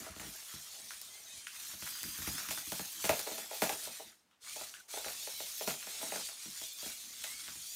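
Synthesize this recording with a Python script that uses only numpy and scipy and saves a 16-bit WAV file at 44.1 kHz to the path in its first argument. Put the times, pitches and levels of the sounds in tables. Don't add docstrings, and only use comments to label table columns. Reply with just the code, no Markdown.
import sys
import numpy as np
from scipy import signal
from scipy.fft import rfft, irfft, next_fast_len
from scipy.io import wavfile
from scipy.ndimage import uniform_filter1d, map_coordinates

SR = 44100
rng = np.random.default_rng(int(sys.argv[2]) if len(sys.argv) > 2 else 0)


def convert_level_to_amplitude(level_db):
    exponent = np.asarray(level_db, float) / 20
    return 10 ** exponent


def log_audio(samples):
    frames = np.atleast_2d(samples).T
    limited = np.clip(frames, -1, 1)
    pcm = np.round(limited * 32767).astype(np.int16)
    wavfile.write(sys.argv[1], SR, pcm)


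N = 341775

# first touch in seconds, relative levels of leg clack, ramp and floor in dB,
# floor pitch favoured at that spot in Hz.
FOOTFALLS = [(0.045, -48, -70, -59, 670), (0.0638, -55, -70, -48.5, 620), (0.095, -50, -57, -68, 633),
             (0.1615, -46, -54, -54, 500), (0.196, -36, -54, -56, 810), (0.212, -53, -61, -52, 640),
             (0.23, -44, -58, -56, 470), (0.246, -47, -55, -72, 650), (0.265, -49, -53, -60, 350),
             (0.293, -52, -74, -71, 420), (0.5359, -42.5, -55.5, -69, 350), (1.7344, -49, -62, -59.5, 700),
             (1.8215, -34.5, -53, -60, 606), (2.1833, -50, -52.5, -59, 1040),
             (2.2187, -34.5, -55, -73, 900), (2.2712, -30.5, -43, -46, 910),
             (2.4857, -29.5, -53, -62, 1110), (2.5071, -30, -62, -47, 720), (2.5734, -31.5, -67, -52, 830),
             (2.6695, -46, -53, -80, 370), (2.7186, -29, -46, -41.5, 800), (2.793, -32.5, -49, -46, 815),
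             (3.0396, -27.5, -46, -39.5, 496), (3.0453, -31.5, -54, -40.5, 550),
             (3.0501, -30.5, -61, -42, 470), (3.0921, -23, -40, -24, 555), (3.1254, -56, -68, -52.5, 698),
             (3.1925, -41, -56, -45.5, 720), (3.264, -39, -79, -50, 530), (3.271, -38, -60, -37.5, 510),
             (3.313, -47, -52, -43, 620), (3.3797, -36, -64, -44, 825), (3.51, -42, -79, -41, 810),
             (3.5296, -40, -75, -43, 620), (3.6185, -23, -41, -27, 590), (3.6227, -28, -40.5, -49, 560),
             (3.66, -57, -60, -44.5, 620), (3.692, -27, -57, -41, 660), (3.72, -48, -56, -41.5, 760),
             (3.871, -56, -84, -45, 590), (3.9946, -65, -81, -49.5, 720), (4.001, -65, -78.5, -47, 735),
             (4.5592, -53, -83, -47, 740), (4.566, -46, -79, -53, 770), (4.61, -40, -63, -47, 595),
             (4.9363, -38, -74, -43.5, 620), (4.971, -37, -83, -39.5, 600), (5.0417, -38, -74, -52, 520),
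             (5.0582, -43, -59, -44.5, 547), (5.0813, -34.5, -63, -62, 650), (5.271, -39, -72, -46.5, 710),
             (5.401, -39.5, -64, -45, 590), (5.6077, -37, -68, -40, 630), (5.628, -62, -68, -54, 610),
             (5.67, -40, -46, -55, 570), (5.675, -26, -42, -33, 480), (5.69, -49, -55, -57, 610),
             (5.739, -44, -71, -53, 640), (5.8677, -40, -63, -51, 726), (6.012, -40, -69, -49, 710),
             (6.026, -44, -57, -43, 770), (6.119, -33, -56, -39.5, 735), (6.138, -38, -66, -51, 625),
             (6.1565, -33.5, -55, -43, 640), (6.286, -40.5, -83, -55.5, 840),
             (6.455, -45.5, -54.5, -62, 360), (6.613, -43, -59, -57, 463), (6.8258, -55, -58, -54, 550),
             (6.8586, -45, -51.5, -52.5, 610), (6.8987, -45, -77, -76, 760), (7.24, -45, -88.5, -51, 865),
             (7.479, -56, -61.5, -58.5, 930), (7.553, -45, -63, -71, 800)]
# first touch in seconds, relative levels of leg clack and crack in dB,
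# favoured leg pitch in Hz.
JOINT_KNOCKS = [(0.9052, -28, -61, 1350), (0.916, -44, -60, 1300), (0.921, -45, -55, 2300),
                (0.934, -37, -55, 1900), (1.0141, -53, -22, 2780), (1.4675, -25, -54, 2270),
                (1.549, -39.5, -55, 1800), (1.595, -47, -43, 2300), (1.855, -39, -54, 1960),
                (1.864, -31, -50, 1500), (1.873, -29, -45, 1340), (1.952, -35.5, -45, 1630),
                (2.03, -37, -16.5, 2450), (2.037, -31.5, -38, 1670), (2.3794, -27, -44, 1420),
                (3.021, -41, -35, 3300), (3.1913, -32, -17.5, 3040), (4.3105, -55, -62, 2530),
                (4.7382, -33, -41, 2410), (5.044, -29, -55, 2400), (5.819, -43, -41, 2400),
                (5.8256, -32, -59, 2200), (6.902, -60, -30, 3000), (7.2365, -32, -26, 2700),
                (7.2388, -29, -23, 3200), (7.242, -35, -38, 1900), (7.4777, -29, -41, 2480),
                (7.483, -35.5, -57, 1400)]
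# centre in Hz, width in Hz,
# relative peak in dB.
FLOOR_MODES = [(382, 100, 1), (520, 138, 4.5), (650, 73, 4), (800, 63, 5.5), (900, 48, 2),
               (1110, 133, -12.5), (590, 520, -5)]
LEG_MODES = [(1134, 826, -2), (1464, 342, 5), (1776, 684, -0.5), (2840, 590, 1), (3200, 830, -3.5)]
HOUSING_MODES = [(2210, 640, -6.5), (3407, 700, 0), (4100, 710, 2.5), (5940, 2050, 1.5), (7140, 1200, 4),
                 (8480, 1470, 0), (10080, 750, -0.5)]
# frequency in Hz, relative density in dB per Hz.
SIZZLE_SPECTRUM = [(9800, -26), (10500, 2), (11500, 6), (13500, 4), (15500, 2.5), (16300, -34)]


def gears():
    rattle_db, scrape_db = -16.5, -24
    hiss_db, bright_db, scuff_db = motor()
    load_db = 0.84 * wobble(12) + 0.63 * wobble(35) + 0.65 * wobble(90)
    slip_db = 1.5 * wobble(30)
    teeth = grit(spread_db=1.3, patchy_db=1.8)
    housing_hiss = unit(filtered(teeth, body(HOUSING_MODES)))
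    sizzle = unit(filtered(teeth, colour(SIZZLE_SPECTRUM)))
    hiss = housing_hiss + convert_level_to_amplitude(bright_db) * sizzle
    scuff = unit(filtered(grit(spread_db=3.5, patchy_db=2.5), twice(LEG_MODES)))
    hiss_gain = np.hypot(convert_level_to_amplitude(hiss_db), convert_level_to_amplitude(rattle_db) * rattle(joint_db=-8))
    scuff_gain = np.hypot(convert_level_to_amplitude(scuff_db - 8.0), convert_level_to_amplitude(scrape_db) * rattle(joint_db=-24))
    return convert_level_to_amplitude(load_db) * hiss_gain * hiss + convert_level_to_amplitude(load_db + slip_db) * scuff_gain * scuff


def motor():
    # time in seconds, hiss level before bouts and dips in dB, top-octave brightness
    # against the hiss in dB, relative leg-scuff level in dB.
    gear_train = [(0, -51.5, -4.5, -48), (.1, -53, -8, -47.5), (.3, -51, -4.5, -51.5), (.8, -51, -7, -56),
                  (1.17, -53.5, -6, -58.5), (1.44, -50.5, -13, -59), (1.55, -51, -5, -51),
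                  (1.7, -48, -4.5, -53), (1.92, -48.5, -1.5, -51), (2.4, -46, -3, -46),
                  (2.76, -46, -3, -54), (2.95, -48.5, -3.5, -53.5), (3.2, -49.5, -3.5, -53.5),
                  (3.42, -46, -4.5, -47), (3.6, -46, -2.5, -49), (3.85, -46.5, -5, -51.5),
                  (3.98, -50.5, -6, -54), (4.07, -58.5, -6.5, -65.5), (4.47, -49, -11, -54),
                  (4.62, -47.5, -6, -53), (4.79, -59, -8.5, -59), (4.96, -45.5, -6, -49),
                  (5.2, -46, -7, -56), (5.6, -46, -3.5, -55), (5.8, -48.5, -5.5, -56),
                  (6.0, -44, -6.5, -46.5), (6.27, -44, -7.5, -53), (6.37, -49.5, -9.5, -57),
                  (6.69, -47, -5.5, -57), (6.89, -45.5, -5, -51.5), (7.06, -51.5, -7, -58),
                  (7.3, -47.5, -7, -57), (7.43, -49.5, -9, -55), (7.5, -50, -7.5, -50),
                  (7.75, -48, -4, -66.5)]
    # switch-on in seconds, switch-off in seconds, coast-down in dB per second,
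    # spin-up time constant in seconds.
    bouts = [(-1, 4.07, 150, .02), (4.397, 4.8, 300, .031), (4.875, 9, 200, .013)]
    # centre in seconds, depth in dB (negative lifts), length between 1/e points in seconds.
    dips = [(0.14, 3, 0.094), (1.49, 6, 0.076), (1.774, 6, 0.064), (2.485, 3.5, 0.063), (2.64, 4, 0.066),
            (3.027, -5, 0.056), (3.244, 0, 0.032), (3.486, 5.5, 0.09), (3.904, 4, 0.036), (6.367, 2, 0.093),
            (6.756, 4, 0.13), (7.062, -0.5, 0.099), (7.44, -1, 0.2)]
    idle_db = -43.5
    t = np.arange(N) / SR
    speed = np.zeros(N)
    for on_s, off_s, coast_db_per_s, spin_s in bouts:
        spin_up = (1 - np.exp(-np.maximum(t - on_s, 0) / spin_s)) ** 2
        speed += spin_up * convert_level_to_amplitude(-coast_db_per_s * np.maximum(t - off_s, 0))
    dip_db = sum(depth * np.exp(-(2 * (t - s) / length) ** 2) for s, depth, length in dips)
    gain_db = 20 * np.log10(speed + convert_level_to_amplitude(idle_db)) - dip_db
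    hiss_db, bright_db, scuff_db = curves(gear_train)
    return hiss_db + gain_db, bright_db, scuff_db + gain_db


def rattle(joint_db):
    t60_s = 0.33
    blows = [row[:2] for row in FOOTFALLS] + [(s, db + joint_db) for s, db, *_ in JOINT_KNOCKS]
    s, leg_db = np.transpose(blows)
    impulses = np.bincount(np.round(s * SR).astype(int), convert_level_to_amplitude(leg_db), N)
    return signal.lfilter([1], [1, -convert_level_to_amplitude(-60 / (t60_s * SR))], impulses)


def whine():
    # start and end in seconds, start and end tooth-mesh rate in Hz,
    # level before the carry of each multiple in dB.
    gear_squeals = [(1.885, 1.92, 1517, 1585, -54), (1.915, 1.99, 1585, 1590, -53),
                    (1.99, 2.055, 1555, 1590, -52), (2.05, 2.175, 1580, 1620, -53),
                    (2.25, 2.315, 1590, 1625, -53), (2.305, 2.415, 1620, 1800, -50),
                    (5.9, 5.96, 1070, 990, -57), (6.56, 6.61, 1185, 1140, -54),
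                    (6.63, 6.665, 1285, 1180, -51), (6.66, 6.735, 1190, 1060, -54.5),
                    (6.78, 6.815, 1140, 1170, -56), (7.6, 7.748, 1110, 1178, -55)]
    multiples = [2, 3, 4, 5, 6]
    # frequency in Hz, gain in dB.
    mesh_carry = [(2200, -18), (3500, -5), (4250, 0), (5300, 0), (5800, -11), (6350, -2), (7150, -2),
                  (8000, -9), (9500, -24)]
    # start and end in
    # seconds, # start and end pitch in Hz, relative level in dB, blur in Hz.
    squeaks = [(1.1, 1.19, 2030, 2070, -63, 60), (1.16, 1.21, 3000, 3220, -65, 100),
               (1.26, 1.345, 3850, 3450, -61, 70), (1.34, 1.45, 3300, 3080, -66, 100),
               (1.29, 1.4, 2490, 2250, -68, 100), (3.013, 3.053, 4250, 4600, -54, 700),
               (3.93, 4.13, 4100, 3500, -58, 500), (4.04, 4.16, 2200, 1600, -62, 1200),
               (4.308, 4.39, 3300, 3100, -73, 1500), (4.308, 4.36, 1400, 1100, -73, 800),
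               (4.41, 4.47, 400, 740, -75, 150), (4.46, 4.61, 2180, 2650, -58, 120),
               (4.58, 4.67, 3800, 4050, -59, 120), (4.742, 4.775, 1550, 1680, -50, 350),
               (4.775, 4.815, 1600, 1420, -54, 350), (4.925, 4.965, 3200, 3550, -56, 100),
               (4.96, 5.04, 3550, 3520, -56, 100), (5.08, 5.105, 3950, 3880, -55, 150),
               (5.135, 5.16, 3950, 3880, -56, 150), (5.18, 5.25, 3400, 3620, -57, 100),
               (5.3, 5.425, 4100, 3860, -55, 110), (5.75, 6.008, 2400, 2680, -58, 200),
               (5.818, 5.85, 2450, 2350, -54, 600), (6.0, 6.056, 8200, 8000, -59, 120),
               (6.12, 6.17, 4820, 4550, -54, 120), (6.2, 6.285, 5000, 4450, -51, 160),
               (6.6, 6.83, 3450, 3500, -59, 110), (1.83, 1.9, 3200, 3600, -52, 1500),
               (1.9, 2.0, 4050, 4200, -57, 150), (6.2, 6.27, 4150, 4000, -54, 250),
               (5.955, 5.995, 4950, 5300, -54, 120), (6.86, 6.89, 4200, 4050, -55, 250),
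               (7.16, 7.205, 2080, 2020, -62, 120), (7.255, 7.32, 4050, 3800, -51, 700),
               (7.262, 7.298, 2020, 1980, -55, 60), (7.295, 7.358, 2130, 2180, -54, 90),
               (7.368, 7.43, 2270, 2220, -57, 80)]
    clear, swarm = np.zeros((2, N + SR))
    lines = [(start, end, k * hz0, k * hz1, db + along(mesh_carry, k * hz0), 115)
             for start, end, hz0, hz1, db in gear_squeals for k in multiples]
    for start, end, hz0, hz1, db, blur_hz in lines + squeaks:
        n = round((end - start) * SR)
        clear[round(start * SR):][:n] += convert_level_to_amplitude(db) * squeal(n, hz0, hz1, blur_hz)
    for at, life, pitch, glide in rng.random((900, 4)):
        n = round((.03 + .1 * life) * SR)
        hz = 2000 + 8000 * pitch
        swarm[int(at * N):][:n] += squeal(n, hz, hz * (1 + 0.099 * (glide - .5)), blur_hz=130)
    faint = unit(filtered(swarm[:N], body(HOUSING_MODES)))
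    return clear[:N] + convert_level_to_amplitude(motor()[0] - 5.5) * faint


def squeal(out_len, hz0, hz1, blur_hz):
    u = np.linspace(0, 1, out_len)
    knots = rng.standard_normal((3, out_len // 40 + 4))
    blur = [map_coordinates(row, [np.arange(out_len) * blur_hz / SR]) for row in knots[:2]]
    flicker = map_coordinates(knots[2], [np.arange(out_len) / 800])
    phase = 2 * np.pi * np.cumsum(hz0 + (hz1 - hz0) * u + 45 * flicker) / SR
    clear = 1.15 * min(1, 100 / blur_hz)
    fade = np.clip(8 * np.minimum(u, 1 - u), 0, 1)
    line = (clear + .4 * blur[0]) * np.sin(phase) + .55 * blur[1] * np.cos(phase)
    return fade * convert_level_to_amplitude(2.5 * flicker) * line


def steps():
    # frequency in Hz, relative gain in dB.
    crack_spectrum = [(2500, -8), (4500, 2), (10000, 0), (15500, 4), (16200, -38)]
    step_crack_db = -9
    off_spot_db, off_pitch_db = -5, -11
    joint_dry_db = -16
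    landing = round(.002 * SR)
    rows = np.repeat(np.arange(4), [1, len(FLOOR_MODES), len(LEG_MODES), 1])
    t60_s = np.array([[.16], [.24], [.045], [.04]])
    shiver_db = np.array([[-35], [-43], [-35], [-16]])
    floor_hz, leg_hz = np.transpose(FLOOR_MODES)[0], np.transpose(LEG_MODES)[0]
    feet = [(s, ramp, floor, leg, leg + step_crack_db, 1, off_spot_db * abs(np.log2(floor_hz / hz)), 0)
            for s, leg, ramp, floor, hz in FOOTFALLS]
    joints = [(s, -np.inf, -np.inf, leg, crack, 2, off_pitch_db * abs(np.log2(leg_hz / hz)), joint_dry_db)
              for s, leg, crack, hz in JOINT_KNOCKS]
    t = np.arange(SR // 4) / SR
    force = np.zeros((len(rows), N + SR))
    for s, *part_db, favoured_part, favour_db, dry_db in feet + joints:
        shiver = rng.standard_normal((4, len(t))) * convert_level_to_amplitude(shiver_db)
        bounce_now = rng.random(len(t)) < 80 / SR
        bounces = bounce_now * rng.uniform(-0.87, 1, len(t)) * convert_level_to_amplitude(-5)
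        uneven = convert_level_to_amplitude(rng.normal(0, 5, (len(rows), 25))).repeat(len(t) // 25, 1)
        decay = convert_level_to_amplitude(dry_db - 60 * t / t60_s)
        after = uneven * ((shiver + bounces) * decay)[rows]
        after[:, 0] = 1
        spot_db = rng.normal(0, 1.5, len(rows)) * ((rows == 1) | (rows == 2))
        spot_db[rows == favoured_part] += favour_db
        size = convert_level_to_amplitude(np.array(part_db)[rows] + spot_db)[:, None]
        touch = round(s * SR)
        force[:, touch + landing:][:, :len(t)] += size * after
        force[:, touch] += size[:, 0] * convert_level_to_amplitude(-18.0)
    force = force[:, :N]
    floor_response = lambda f: resonances(FLOOR_MODES)(f) * (1j * f / (220 + 1j * f)) ** 2
    leg_response = lambda f: resonances(LEG_MODES)(f) * (1j * f / (600 + 1j * f)) ** 2
    ramp = convert_level_to_amplitude(54.5) * cardboard(force[0])
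    floor = convert_level_to_amplitude(40.5) * filtered(force[rows == 1], floor_response).sum(0)
    legs = convert_level_to_amplitude(25.0) * filtered(force[rows == 2], leg_response).sum(0)
    crack = convert_level_to_amplitude(2.5) * filtered(force[-1], colour(crack_spectrum))
    return ramp + floor + legs + crack


def cardboard(force):
    # centre in Hz, width in Hz, relative peak in dB.
    card_modes = [(179.4, 75, -2), (227, 65, 0.5), (325, 50, -6)]
    hollow_modes = [(48, 22, -1.5), (74, 26, 2.5), (151, 11, -2.5)]
    # time in seconds, boom gain in dB.
    weight = [(0, -3.5), (1, 0), (2.3, -3), (2.9, -9.5), (3.12, -3), (3.3, -16.5), (5, -1), (6, -17.5),
              (7, -10), (7.75, 1.5)]
    stiff = lambda f: body(card_modes)(f) * (1j * f / (140 + 1j * f)) ** 2
    boom = filtered(force * convert_level_to_amplitude(curves(weight)[0]), body(hollow_modes))
    return filtered(force, stiff) + boom


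def ticks():
    # time in seconds, relative size in dB.
    loud_ticks = [(1.0146, 15)]
    decay_s = 0.0019
    when = rng.random(N) < 45 / SR
    size = when * convert_level_to_amplitude(rng.uniform(2.4, 7.5, N))
    for s, db in loud_ticks:
        size[round(s * SR)] = convert_level_to_amplitude(db)
    envelope = signal.lfilter([1], [1, -np.exp(-1 / (decay_s * SR))], size)
    snap = rng.standard_normal(N) * envelope
    hiss_db, bright_db, _ = motor()
    return convert_level_to_amplitude(hiss_db + bright_db + 1.5) * filtered(snap, colour(SIZZLE_SPECTRUM))


def drag():
    # time in seconds, ramp rumble in dB, floor rumble in dB.
    dragging = [(0.0, -50, -53), (0.13, -67, -81), (0.32, -78, -68), (0.6, -74, -70.5), (1.23, -77, -70.5),
                (2.18, -60, -88), (2.37, -52.5, -65), (2.85, -82, -103), (3.08, -55, -56), (3.21, -73, -76),
                (3.37, -73.5, -62.5), (3.84, -68, -60.5), (4.1, -73.5, -84.5), (4.42, -83, -114),
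                (4.58, -69, -86), (4.94, -93, -71), (5.12, -72, -67), (5.7, -70, -75), (5.87, -70, -62),
                (6.09, -58.5, -58), (6.28, -76, -79), (6.65, -80, -81), (7.34, -67, -84), (7.75, -75, -91)]
    ramp_db, floor_db = curves(dragging)
    ramp_lumps_db = 4.5 * wobble(18) + 2 * wobble(60)
    floor_lumps_db = 3 * wobble(16) + 2.5 * wobble(60)
    lumps = rng.standard_normal((2, N)) * convert_level_to_amplitude([ramp_lumps_db, floor_lumps_db])
    ramp = convert_level_to_amplitude(ramp_db) * unit(cardboard(lumps[0]))
    floor = convert_level_to_amplitude(floor_db) * unit(filtered(lumps[1], twice(FLOOR_MODES)))
    return ramp + floor


def rumble():
    # frequency in Hz, relative density in dB per Hz.
    rumble_spectrum = [(18, -9.5), (35, 8), (75, 1), (150, -9.5), (300, -15.5), (700, -7.5), (1200, -33)]
    against_hiss_db = -22
    return convert_level_to_amplitude(motor()[0] + against_hiss_db) * unit(filtered(rng.standard_normal(N), colour(rumble_spectrum)))


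def room(x):
    # frequency in Hz, t60 in seconds.
    decay = [(200, 0.2), (1000, 0.14), (4000, 0.28), (12000, 0.015)]
    hz, t, z = signal.stft(rng.standard_normal(SR // 3), SR, nperseg=256)
    tail = signal.istft(z * convert_level_to_amplitude(-60 * t / along(decay, hz)[:, None]), SR, nperseg=256)[1]
    delayed = np.pad(x, (200, 0))
    return signal.fftconvolve(delayed, tail / np.linalg.norm(tail))[:N]


def air():
    # frequency in Hz, relative density in dB per Hz.
    air_spectrum = [(18, -25), (50, 0), (125, -2.5), (500, -4), (1000, -3), (2300, -7), (4700, -11),
                    (7000, -13), (13000, -19), (16000, -24)]
    return convert_level_to_amplitude(-76) * unit(filtered(rng.standard_normal(N), colour(air_spectrum)))


def grit(spread_db, patchy_db):
    noise = rng.standard_normal(N) * convert_level_to_amplitude(spread_db * wobble(900))
    z = signal.stft(noise, nperseg=512)[2]
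    field = uniform_filter1d(rng.standard_normal(z.shape), 4, 0)
    field = uniform_filter1d(field, 8, 1)
    return signal.istft(z * convert_level_to_amplitude(patchy_db * unit(field)), nperseg=512)[1][:N]


def resonances(modes):
    c, w, db = np.transpose(modes)[..., None]
    sign = (-1) ** np.arange(len(modes))[:, None]
    return lambda f: sign * convert_level_to_amplitude(db) * 1j * f * w / (c * c - f * f + 1j * f * w)


def body(modes):
    return lambda f: resonances(modes)(f).sum(0)


def twice(modes):
    return lambda f: body(modes)(f) ** 2


def colour(spectrum):
    return lambda f: convert_level_to_amplitude(along(spectrum, f))


def filtered(x, response):
    m = next_fast_len(N + SR // 2)
    return irfft(rfft(x, m) * response(np.fft.rfftfreq(m, 1 / SR)), m)[..., :N]


def unit(x):
    return x / np.sqrt(np.mean(x ** 2) + 1e-20)


def along(points, hz):
    f, v = np.transpose(points)
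    return np.interp(np.log(hz + 1), np.log(f + 1), v)


def curves(rows):
    s, *cols = np.transpose(rows)
    return [np.interp(np.arange(N) / SR, s, c) for c in cols]


def wobble(rate):
    return map_coordinates(rng.standard_normal(int(N * rate / SR) + 4), [np.arange(N) * rate / SR])


def scene():
    knocks = steps()
    mono = knocks + convert_level_to_amplitude(-7.0) * room(knocks) + gears() + whine() + ticks() + drag() + rumble() + air()
    return np.array([mono, mono])


def roll_off(x):
    return signal.sosfilt(signal.butter(12, 16780, fs=SR, output="sos"), x)


def record(dry):
    top_hz = 15830
    bass_cut = lambda hz: (1j * hz / (45 + 1j * hz)) ** 4
    port_dip = lambda hz: convert_level_to_amplitude(-5 * np.exp(-((hz - 10450) / 250) ** 2))
    mix = filtered(dry, lambda hz: bass_cut(hz) * port_dip(hz) * (hz < top_hz))
    return roll_off(mix)


dry = scene()
out = record(dry)
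log_audio(out)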